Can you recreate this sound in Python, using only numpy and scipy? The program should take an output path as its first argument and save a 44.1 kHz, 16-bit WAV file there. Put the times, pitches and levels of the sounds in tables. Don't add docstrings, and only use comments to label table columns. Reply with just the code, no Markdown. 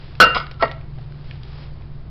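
import sys
import numpy as np
from scipy import signal
from scipy.fft import rfft, irfft
from scipy.io import wavfile
from scipy.ndimage import uniform_filter1d

SR = 44100
rng = np.random.default_rng(int(sys.argv[2]) if len(sys.argv) > 2 else 0)


def inscribe(sig):
    pcm = np.round(np.clip(np.atleast_2d(sig).T, -1, 1) * 32767)
    wavfile.write(sys.argv[1], SR, pcm.astype(np.int16))


N = 92610


def amp(db):
    return 10 ** (np.asarray(db) / 20)


def unit(x):
    return x / np.sqrt(np.mean(x ** 2) + 1e-20)


def read(points, hz):
    f, value = np.transpose(points)
    return np.interp(np.log(hz + 1), np.log(f + 1), value)


def colour(x, db_at):
    hz = np.fft.rfftfreq(len(x), 1 / SR) + 1
    return irfft(rfft(x) * amp(db_at(hz)), len(x))


def noise(db_at):
    return unit(colour(rng.standard_normal(N), db_at))


def drift(rate_hz):
    return noise(lambda f: -10 * np.minimum(f / rate_hz, 10) ** 2)


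def fade(t, t60):
    return np.exp(-np.log(1000) * t / t60)


def add(mix, s, sound):
    part = mix[max(round(s * SR), 0):][:len(sound)]
    part += sound[:len(part)]


def mic_db(f):
    edge_hz, order = 5030, 17
    return -10 * np.log10(1 + (f / edge_hz) ** (2 * order))


def low_pass(x, hz, size):
    taps = signal.firwin(size, hz, window=("kaiser", 9), fs=SR)
    return signal.fftconvolve(x, taps, "same")


def air():
    # frequency in Hz, relative level in dB per Hz.
    air_colour = [(8, 6.5), (22, 6), (45, -15.5), (92, 0), (150, -8.5), (190, -11.5), (280, -19.5),
                  (370, -16.5), (470, -24), (780, -26.5), (1200, -29), (2500, -39), (5000, -44.5)]
    level_db = -36.5
    return amp(level_db) * noise(lambda f: read(air_colour, f) + mic_db(f))


def hum():
    # frequency in Hz, rms level in dB.
    tones = [(59, -40.5), (123, -42), (144.5, -39.5)]
    waver_depth, waver_hz = .34, 8
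    t, out = np.arange(N) / SR, np.zeros(N)
    for hz, db in tones:
        waver = 1 + waver_depth * (drift(waver_hz) + 1j * drift(waver_hz))
        carrier = np.exp(2j * np.pi * (hz * t + rng.random()))
        out += amp(db) * unit((waver * carrier).real)
    return out


def rustle():
    # time in seconds, level in dB before the grain.
    course = [(0, -49), (.5, -60), (.9, -61.5), (1.01, -54), (1.08, -59), (1.2, -55), (1.325, -49.5),
              (1.4, -55.5), (1.45, -51.5), (1.631, -46.5), (1.72, -58.5), (2.1, -64.5)]
    # frequency in Hz, relative level in dB per Hz.
    rustle_colour = [(200, 2), (700, -1), (1500, -3.5), (3000, -4), (4600, -5), (5500, -1.5)]
    grain_db = 1
    smooth_db = np.interp(np.arange(N) / SR, *np.transpose(course))
    level_db = smooth_db + grain_db * drift(rate_hz=160)
    return amp(level_db) * noise(lambda f: read(rustle_colour, f) + mic_db(f))


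def ticks():
    # start in seconds, level in dB, centre in Hz, width in octaves.
    contacts = [(0.153, -36.5, 1770, 3.1), (0.4674, -32, 1500, 1.03), (0.479, -45, 3500, 1.5),
                (0.5129, -31.5, 2500, 3.6), (0.5167, -32, 2500, 3), (0.542, -40.5, 4000, 1),
                (.681, -37, 3990, 1.5), (0.7143, -24.5, 3270, 4), (0.7196, -30.5, 3300, 1.8),
                (.812, -42.5, 2000, 1.17), (0.985, -33.5, 640, 0.46), (1.122, -42, 1470, 2.4),
                (1.3114, -30.5, 2100, 0.62), (1.434, -38, 4470, 0.9), (1.584, -38, 470, 0.65),
                (1.81, -42, 557, 0.53), (1.821, -41, 2340, 0.37)]
    shortest_t60_s, extra_cycles = 0.0041, 18
    t, out = np.arange(SR // 10) / SR, np.zeros(N)
    for s, db, hz, octaves in contacts:
        burst = noise(lambda f: mic_db(f) - 20 * np.log10(1 + (np.log2(f / hz) / octaves) ** 2))
        decay = fade(t, shortest_t60_s + extra_cycles / hz)
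        add(out, s, amp(db) * burst[:len(t)] * decay)
    return out


def slide():
    # frequency in Hz, width in Hz, relative level in dB.
    rubbed = [(1190, 300, -1), (710, 220, -7.5), (2100, 200, -18.5), (3840, 900, -18.5), (5000, 300, -15.5)]
    start_s, end_s, press_rise_s = .593, .622, 0.019
    slips_per_s, rasp_db = 5000, -32
    sing_hz, sing_db, sing_rise_s, sing_t60_s = 1341, -25.5, 0.017, 0.055
    t = np.arange(N) / SR

    press = np.clip((t - start_s) / press_rise_s, 0, 1) * (t < end_s)
    slips = press * rng.standard_normal(N) * (rng.random(N) < slips_per_s / SR)
    rasp = np.zeros(N)
    for hz, width, db in rubbed:
        b, a = signal.iirpeak(hz, hz / width, SR)
        rasp += amp(db) * unit(signal.lfilter(b, a, slips))
    rasp = amp(rasp_db) * np.sqrt(press.mean()) * colour(rasp, mic_db)

    swell = np.clip((t - start_s) / sing_rise_s, 0, 1) ** 2
    swell *= fade(np.maximum(t - end_s, 0), sing_t60_s)
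    sing = amp(sing_db) * swell * unit(np.sin(2 * np.pi * sing_hz * t))
    return sing + rasp


def blows(rows, shell_db, shell_t60, ring_share, order):
    # frequency in Hz, free ring time (t60) in seconds,
    # then level in dB in the landing clang, in a rim tap, in the seating knock.
    modes = [(425, 0.24, -36, -35.5, -17.5), (508.1, 0.22, -9.5, -55, -27),
             (600, 0.27, -17.5, -34.5, -15.5), (651.5, 0.38, -31.5, -21, -6.5), (680, 0.096, -13, -35, -12),
             (545, .05, -24.5, -23, -13.5), (812, 0.043, -9, -23.5, -12.5), (919, 0.031, -26.5, -19.5, -4),
             (1087, 0.046, -36.5, -12.5, -9.5), (1190, 0.067, -26, -18.5, -13),
             (1272.2, 0.11, 1.5, -15, -19), (1307.7, .22, -2.5, -31, -21), (1342.5, 0.2, 4, -11.5, -16.5),
             (1431, 0.075, 4, -10.5, -29), (1498, .14, 8, -33.5, -50), (1873, 0.35, -19.5, -40.5, -24.5),
             (1949, .12, -31.5, -34, -26), (2154, 0.28, -39, -27.5, -30.5), (2790, 0.47, -8.5, -35, -35.5),
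             (3316, .07, -26, -27, -37), (3900, 0.047, -38, -29.5, -44), (4305, 0.11, -13.5, -45, -45.5),
             (4540, 0.16, -17.5, -43, -43), (4985, .09, -11, -29.5, -41)]
    # frequency in Hz,
    # then relative level in dB per Hz in the clang, in a rim tap, in the knock.
    shell = [(104, -2, -2, -29.5), (297.3, 3.5, 0, 6.5), (650.5, 7, 5, 1.5), (1260, -4, 10, -1.5),
             (1770, -4.5, -21, -13), (1991, -4.5, 7.5, -2.5), (2500, -4, -1, -22), (3750, -10, -7.5, -28),
             (5390, -16, -11, -40)]
    wall_colour = [(hz, levels[order]) for hz, *levels in shell]
    t, out = np.arange(SR * 3 // 4) / SR, np.zeros((2, N))
    for s, db, bright in rows:
        tilt = lambda f: bright * np.log2(np.maximum(f, 400) / 1500)
        ring = np.zeros(len(t))
        for k, (hz, t60, *levels) in enumerate(modes):
            level = (-1) ** k * amp(levels[order] + tilt(hz))
            ring += level * fade(t, t60 * ring_share) * np.sin(2 * np.pi * hz * t)
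        wall = noise(lambda f: read(wall_colour, f) + tilt(f) + mic_db(f))
        add(out[0], s, amp(db) * ring)
        add(out[1], s, amp(db + shell_db) * wall[:len(t)] * fade(t, shell_t60))
    return out


def knock():
    # start in seconds, level in dB, brightness in dB per octave.
    knocks = [(.6242, 2, 5), (.6315, -2.5, 1.5), (.637, -8.5, -3.5), (.6495, -21, 10.5), (.656, -16.5, 5)]
    return blows(knocks, shell_db=-10, shell_t60=0.037, ring_share=0.53, order=2)


def chatter():
    # start in seconds, level in dB, brightness in dB per octave.
    rim_taps = [(.3475, -7.5, 6.5), (.3575, -5, 0), (.3645, -4, -2.5), (.3685, -8.5, 0),
                (.3745, -13.5, 9.5), (.381, -15.5, 9), (.4005, -14.5, 3.5), (.426, -30, 8)]
    return blows(rim_taps, shell_db=-12.5, shell_t60=0.045, ring_share=0.52, order=1)


def clang():
    landing_s, landing_db = .2012, 2.5
    touchdown_s, choke_t60_s = .345, 0.27
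    choke = fade(np.maximum(np.arange(N) / SR - touchdown_s, 0), choke_t60_s)
    landing = [(landing_s, landing_db, 0)]
    return choke * blows(landing, shell_db=-3.5, shell_t60=0.12, ring_share=0.86, order=0)


def room(x):
    # frequency in Hz, decay time (t60) in seconds.
    room_t60 = [(100, 0.43), (600, 0.39), (1400, 0.43), (2500, 0.4), (5500, 0.3)]
    delay_s = .004
    hz, t, bands = signal.stft(rng.standard_normal(SR), SR, nperseg=256)
    dying = bands * fade(t, read(room_t60, hz)[:, None])
    tail = signal.istft(dying, SR, nperseg=256)[1]
    out = np.zeros(N)
    add(out, delay_s, signal.fftconvolve(x, tail / np.linalg.norm(tail)))
    return out


def scene():
    room_modes_db, room_walls_db = -14.5, -11
    modes, walls = clang() + chatter() + knock()
    ringing = modes + slide()
    contacts = walls + ticks()
    echo = room(amp(room_modes_db) * ringing + amp(room_walls_db) * contacts)
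    return (ringing + contacts + echo + rustle() + hum() + air())[None]


def record(dry):
    clip_level, ceiling = .68, .69
    input_edge_hz, input_rate_hz, mirror_db, edge_hz = 5700, 11025, 2, 15900
    clipped = np.clip(dry[0], -clip_level, clip_level)
    x = low_pass(clipped, input_edge_hz, size=151)
    overshoot = x - np.clip(x, -ceiling, ceiling)
    mirror = amp(mirror_db) * np.cos(2 * np.pi * input_rate_hz * np.arange(N) / SR)
    removed = uniform_filter1d(overshoot * (1 + mirror), size=2)
    return low_pass(x - removed, edge_hz, size=511)[None]


dry = scene()
out = record(dry)
inscribe(out)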